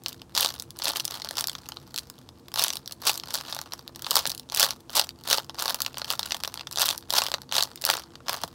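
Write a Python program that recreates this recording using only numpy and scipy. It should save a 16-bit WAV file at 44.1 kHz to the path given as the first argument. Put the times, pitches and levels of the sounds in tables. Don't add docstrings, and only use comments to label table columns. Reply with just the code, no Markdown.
import sys
import numpy as np
from scipy import signal
from scipy.io import wavfile
from scipy.ndimage import uniform_filter1d

SR = 44100
rng = np.random.default_rng(int(sys.argv[2]) if len(sys.argv) > 2 else 0)


def transcribe(u):
    v = np.clip(np.atleast_2d(u).T, -1, 1)
    q = np.round(v * 32767).astype(np.int16)
    wavfile.write(sys.argv[1], SR, q)


def ratio_of_db(decibels):
    return 10 ** (np.asarray(decibels, float) / 20)


N = 376658

# (lowest f/Hz, highest f/Hz, gain/dB, crackle share/dB)
POUCH = (467, 1493, 0, -6.5)
FILM = (2604, 6202, 0.5, -.5)
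FOLDS = (5990, 15995, 3.5, -6.5)

# (t/s, film snap level/dB)
DULL_FLAT = [(0.0611, -14), (0.4888, -19.9), (0.8208, -17.5), (1.0036, -17), (1.2192, -21.5), (1.4412, -15),
             (1.4837, -19.5), (2.7032, -13), (3.7219, -24), (3.8779, -26.5), (3.9493, -36.8), (4.0453, -21),
             (4.499, -24.5), (5.1063, -35), (5.7007, -15.5), (5.8485, -24), (5.8629, -13), (6.0446, -20),
             (6.2301, -18), (6.3076, -18), (6.3202, -10), (6.5951, -25), (6.9092, -14), (7.2656, -16),
             (7.5142, -24.9), (7.5813, -8), (7.6075, -11), (7.7744, -32.5), (8.0366, -33.5),
             (8.1545, -30.5)]
# (t/s, film snap level/dB)
DULL_PUFFED = [(0.2174, -29), (1.5514, -22), (1.7202, -25), (1.77, -26.6), (3.0178, -45), (3.2357, -24.5),
               (3.5255, -19.5), (4.0655, -20.5), (4.1136, -14.5), (4.2549, -14.5), (4.4891, -40),
               (4.8956, -29), (5.3828, -14), (5.4956, -24), (5.5035, -36), (5.5864, -22.5), (5.9435, -29.5),
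               (5.9714, -23), (6.0173, -19.5), (6.3451, -18), (6.4482, -17.5), (6.5513, -41), (6.5747, -24),
               (6.6088, -23), (6.6708, -21.5), (7.2188, -10.5), (7.3404, -11.5), (7.345, -17),
               (7.492, -34.5), (8.2837, -16.5)]
# (t/s, film snap level/dB)
PLAIN_FLAT = [(0.0833, -25.5), (0.1283, -31.5), (0.3509, -18), (0.9982, -15), (1.0784, -20), (1.1988, -32),
              (1.2885, -22.5), (1.3888, -17), (1.496, -17.5), (1.9612, -22.5), (1.978, -19.5),
              (1.9854, -18), (2.7338, -21), (2.7691, -20.5), (2.8597, -29.1), (2.8764, -23.5),
              (3.1986, -23.5), (4.266, -16), (4.3173, -19.5), (4.3964, -27), (4.7069, -15), (5.091, -23),
              (5.375, -21.1), (6.7588, -22), (6.889, -9.6), (6.9033, -18.5), (7.1044, -13), (7.6247, -10.5),
              (7.84, -19), (7.9693, -22)]
# (t/s, film snap level/dB)
PLAIN_PUFFED = [(1.2466, -25), (1.3098, -23), (1.9428, -27), (2.2897, -33.5), (2.483, -34), (2.5178, -36),
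                (2.5585, -18), (2.6452, -13.9), (2.9104, -31.5), (3.0946, -9.5), (3.4105, -26),
                (3.589, -23), (3.7352, -22.5), (3.7922, -32), (4.1666, -9), (4.1727, -12.5), (4.5215, -23),
                (5.5452, -33.5), (5.5958, -32), (5.6573, -17.5), (6.2572, -27), (6.4021, -32),
                (6.4068, -34.1), (6.4764, -20.5), (7.1366, -14), (7.317, -19), (7.7153, -38),
                (7.9372, -17.5), (8.2941, -15), (8.4352, -18)]
# (t/s, film snap level/dB)
CRISP_FLAT = [(0.0367, -40), (0.5981, -23), (0.706, -35.5), (0.7884, -28.5), (1.0521, -19), (1.4087, -18.5),
              (1.472, -20), (1.9915, -27), (2.639, -13), (2.6821, -17), (2.9219, -26.5), (3.1767, -26),
              (4.1086, -15.5), (4.2735, -19), (4.296, -23.5), (4.3004, -23), (4.3486, -30), (4.3777, -31.5),
              (4.5472, -21), (4.9536, -19), (5.2377, -36), (5.8187, -20.1), (5.9827, -25.5), (6.7271, -27),
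              (6.9782, -29), (7.6351, -19.5), (7.7581, -31), (7.8142, -34), (7.8207, -29.5), (7.8514, -14)]
# (t/s, film snap level/dB)
CRISP_PUFFED = [(0.5397, -30), (0.6226, -32.5), (1.6878, -29), (2.0997, -31), (2.5401, -21.5), (2.727, -28),
                (2.7554, -26), (3.0681, -13.5), (3.3537, -18), (3.5479, -28), (3.6146, -28),
                (3.9593, -31.5), (4.0217, -29), (4.1557, -11), (4.6566, -23), (5.2756, -23), (5.6967, -23),
                (5.7447, -19.5), (5.8039, -22.5), (6.1034, -19), (6.112, -21.5), (6.1933, -17),
                (6.4363, -19.7), (6.5414, -27), (6.7118, -30), (6.7219, -33.5), (6.8191, -31),
                (7.0957, -39), (7.418, -33.5), (8.416, -33.5)]
# (t/s, film snap level/dB)
CRUNCH = [(0.3766, -9), (0.428, -11), (0.447, -9.5), (0.46, -11.5), (0.4712, -22), (0.855, -14.5),
          (0.8819, -13.5), (0.9589, -18), (1.3816, -15), (2.5938, -9), (2.623, -12.5), (3.3464, -16),
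          (4.198, -22), (4.6056, -10), (4.6175, -12), (4.6288, -5), (4.9783, -14), (4.9949, -5),
          (5.0138, -15.5), (5.3176, -23), (5.3292, -5), (5.68, -16), (6.1957, -19.5), (6.7734, -15),
          (6.7855, -14), (7.1837, -7), (7.5239, -14), (7.5661, -11), (7.8629, -21), (7.9, -5.5)]
# (rows, pouch level over film/dB, folds level over film/dB)
KINDS = [(DULL_FLAT, -15, -15), (DULL_PUFFED, -7, -17), (PLAIN_FLAT, -18, -4), (PLAIN_PUFFED, -3.5, -4.5),
         (CRISP_FLAT, -24, 4.5), (CRISP_PUFFED, -5, 2.9), (CRUNCH, -9.5, -6.5)]


def snaps():
    rows = [(*row, pouch, folds) for events, pouch, folds in KINDS for row in events]
    s, film_db, pouch_db, folds_db = np.transpose(rows)
    pouch_scatter_db, folds_scatter_db = rng.standard_normal((2, len(s))) * [[1.5], [2.5]]
    pouch_db = pouch_db + puff_db(s) + pouch_scatter_db
    return creases(s, film_db + 13, pouch_db, folds_db + folds_scatter_db)


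def crackle(count=9000):
    hush_s, hush_db, light_db = 0.014, -5, -43
    place, chance, size = rng.random((count, 3)).T
    pouch, folds = np.clip(rng.standard_normal((count, 2)).T, -3, 1.7)
    s = place * N / SR
    pressure_db = pressure(s)
    share = np.clip(0.45 * ratio_of_db(0.45 * (pressure_db + 41)), 0.04, 1)
    size_db = 5.78 * np.minimum(-np.log(1 - size), 3.2)
    size_db -= 200 * (chance > share)
    film_db = pressure_db + 7 - 10 * np.log10(share) + size_db
    snap_s = np.sort([row[0] for rows, _, _ in KINDS for row in rows] + [np.inf])
    wait_s = snap_s[np.searchsorted(snap_s, s)] - s
    film_db += hush_db * (wait_s < hush_s) * (pressure_db < light_db)
    pouch_db = POUCH[3] + puff_db(s) + 5.08 * pouch - 0.2 * (pressure_db + 38)
    folds_db = FOLDS[3] + 7.8 * folds + 0.1 * (pressure_db + 35)
    return creases(s, film_db, pouch_db, folds_db)


def creases(s, film_db, pouch_db, folds_db, size=320):
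    slip_times = (.9, .45, .32)
    ring_share, ring_ms = 0.8, 1.18
    ms = np.arange(size) * 1000 / SR
    jerks = rng.standard_normal((len(s), size + 1))
    length = np.exp(0.45 * jerks[:, :1])
    jerks = jerks[:, 1:] * np.sqrt(abs(jerks[:, :0:-1]))
    panel_hz = FILM[0] * (FILM[1] / FILM[0]) ** rng.random((len(s), 1))
    ring_fade = ms * np.exp(-2 * ms / (ring_ms * np.sqrt(length)))
    ring = np.sin(2 * np.pi * panel_hz * ms / 1000) * ring_fade
    out = np.zeros(N + size)
    for part, db, slip_ms in zip((POUCH, FILM, FOLDS), (pouch_db, 0, folds_db), slip_times):
        slip = ms / (slip_ms * length)
        settle = 0.05 * np.exp(-0.45 * slip)
        jolt = band(jerks * slip * (np.exp(-2 * slip) + settle), part)
        if part is FILM:
            jolt = jolt / np.linalg.norm(jolt, axis=1, keepdims=True)
            jolt += ring_share * ring / np.linalg.norm(ring, axis=1, keepdims=True)
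        jolt *= ratio_of_db(film_db + db + part[2])[:, None] / np.linalg.norm(jolt, axis=1, keepdims=True)
        np.add.at(out, (s * SR).astype(int)[:, None] + np.arange(size), jolt)
    return out[:N]


def band(x, part):
    sos = signal.butter(2, part[:2], "bandpass", fs=SR, output="sos")
    return signal.sosfilt(sos, -x if part is FILM else x)


def pressure(s):
    # (t of most force/s, crackle level/dB, build/(dB/s), release/(dB/s))
    squeezes = [(0.082, -44, 700, 220), (0.373, -26, 997.5, 141), (0.869, -30.5, 298, 198),
                (0.968, -37, 300, 275), (1.13, -40, 133, 197), (1.3, -49, 28, 17), (1.378, -38, 393, 185),
                (1.8, -55.5, 300, 240), (1.968, -51.5, 325, 122), (2.589, -29.5, 1100, 142),
                (2.9, -60.5, 90, 100), (3.082, -26, 452, 258), (3.35, -37.5, 197, 153),
                (3.51, -40.5, 188, 128), (3.74, -56, 500, 119), (4.178, -30, 146, 370),
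                (4.28, -44, 140, 136), (4.609, -24.5, 300, 227), (4.968, -24.5, 547, 345),
                (5.322, -22.5, 446, 345), (5.61, -35.5, 433, 63), (5.99, -43, 270, 190),
                (6.102, -34.5, 504, 277), (6.31, -44, 60, 125), (6.46, -50, 170, 62),
                (6.822, -26, 333, 170), (7.17, -25.5, 423, 157.5), (7.558, -25.5, 654, 237),
                (7.898, -30, 267, 217), (8.3, -37.5, 517, 100)]
    hold_s, rest_db = 0.0088, -69.5
    top_s, top_db, build, release = np.transpose(squeezes)[:, :, None]
    late = s - top_s
    building_db = -build * (late + hold_s)
    releasing_db = release * (late - hold_s)
    drop_db = np.maximum(np.maximum(building_db, releasing_db), 0)
    return np.maximum((top_db - drop_db).max(0), rest_db)


def puff_db(s):
    # (t/s, pouch level/dB)
    puff = [
        (0, -3),
        (1.5, -0.5),
        (2.6, -3),
        (3.5, -0.5),
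        (4.5, -1),
        (5.7, 1.5),
        (6.5, -2),
        (7.4, 0.5),
        (8.5, 2),
    ]
    return np.interp(s, *np.transpose(puff))


def rustle():
    rub_levels = (-6, -12.5, -16)
    t = np.arange(N) / SR
    force_db = np.interp(t, t[::50], pressure(t[::50]))
    rub_db = 0.83 * (force_db + 30) - 30
    flicker = evened(uniform_filter1d(uniform_filter1d(rng.standard_normal(N), 150), 150))
    rub = ratio_of_db(rub_db + 4.3 * flicker) * rng.standard_normal(N)
    low = ratio_of_db(rub_levels[0] + puff_db(t)) * band(rub, POUCH)
    return low + ratio_of_db(rub_levels[1]) * band(rub, FILM) + ratio_of_db(rub_levels[2]) * band(rub, FOLDS)


def thumps():
    # (t/s, level/dB)
    nudges = [
        (0.883, -41),
        (4.271, -39.5),
        (8.438, -37),
    ]
    t, out = np.arange(1800) / SR, np.zeros(N)
    hz = 75 + 500 * np.exp(-t / 0.008)
    fade = signal.windows.tukey(len(t), 0.2) * np.exp(-t / 0.014)
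    wave = np.sin(2 * np.pi * np.cumsum(hz) / SR) * fade
    for s, db in nudges:
        wobble = uniform_filter1d(uniform_filter1d(rng.standard_normal(len(t)), size=90), size=90)
        uneven = 0.5 + evened(wobble)
        out[round(s * SR):][:len(t)] += ratio_of_db(db + 6) * wave * uneven
    return out


def room(x):
    # (f/Hz, t60/s)
    decay_times = [(500, 0.12), (4000, 0.064), (14000, 0.11)]
    t = np.arange(SR // 4) / SR
    taps = rng.choice([-1.0, 1.0], len(t)) * (rng.random(len(t)) < 0.1) * (t > 0.003)
    hz, frames, z = signal.stft(taps, SR, nperseg=256)
    decay = ratio_of_db(-60 * frames / read(decay_times, hz)[:, None])
    tail = signal.istft(z * decay, SR, nperseg=256)[1][:len(t)]
    return signal.fftconvolve(x, ratio_of_db(-13.5) * tail / np.linalg.norm(tail))[:N]


def air():
    # (f/Hz, level per Hz/dB)
    hiss_colour = [(70, 0.5), (130, 0.5), (300, -10), (450, -14), (980, -12.5), (1900, -29.5), (4500, -28),
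                   (8000, -28.5), (16000, -38)]
    # (f/Hz, width/Hz, level/dB)
    resonances = [(79, 33, -61), (133.7, 15.4, -59), (191, 6.7, -67), (255.2, 20.5, -60), (338, 9.3, -61),
                  (464, 18, -65)]
    out = ratio_of_db(-56.5) * evened(coloured(rng.standard_normal(N), hiss_colour))
    for hz, width, db in resonances:
        b, a = signal.iirpeak(hz, hz / width, SR)
        out += ratio_of_db(db) * evened(signal.lfilter(b, a, rng.standard_normal(N)))
    return out


def evened(x):
    return x / np.sqrt(np.mean(x ** 2) + 1e-20)


def read(points, hz):
    f, value = np.transpose(points)
    return np.interp(np.log(hz + 1), np.log(f + 1), value)


def coloured(x, points):
    hz = abs(np.fft.fftfreq(4096, 1 / SR))
    log_gain = np.log(ratio_of_db(read(points, hz)))
    taps = np.fft.ifft(np.exp(log_gain - 1j * signal.hilbert(log_gain).imag)).real[:2048]
    return signal.oaconvolve(x, taps)[:N]


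def scene():
    # (f/Hz, gain/dB)
    cupped = [(120, 7), (300, -4), (900, 3), (1700, 1), (2350, -3.5), (2900, -2), (4400, 2.5), (7000, -6),
              (15000, -4.5)]
    bag = coloured(snaps() + crackle() + rustle(), cupped)
    return (bag + room(bag) + thumps() + air())[None]


def top_cut(x):
    return signal.sosfilt(signal.butter(12, 16990, fs=SR, output="sos"), x)


def record(dry):
    thin = signal.sosfilt(signal.butter(5, 52, "highpass", fs=SR, output="sos"), dry)
    edge = signal.firwin(127, 16100, window=("kaiser", 8), fs=SR)
    mix = signal.oaconvolve(np.tanh(thin), edge[None], "same")
    return top_cut(mix)


dry = scene()
out = record(dry)
transcribe(out)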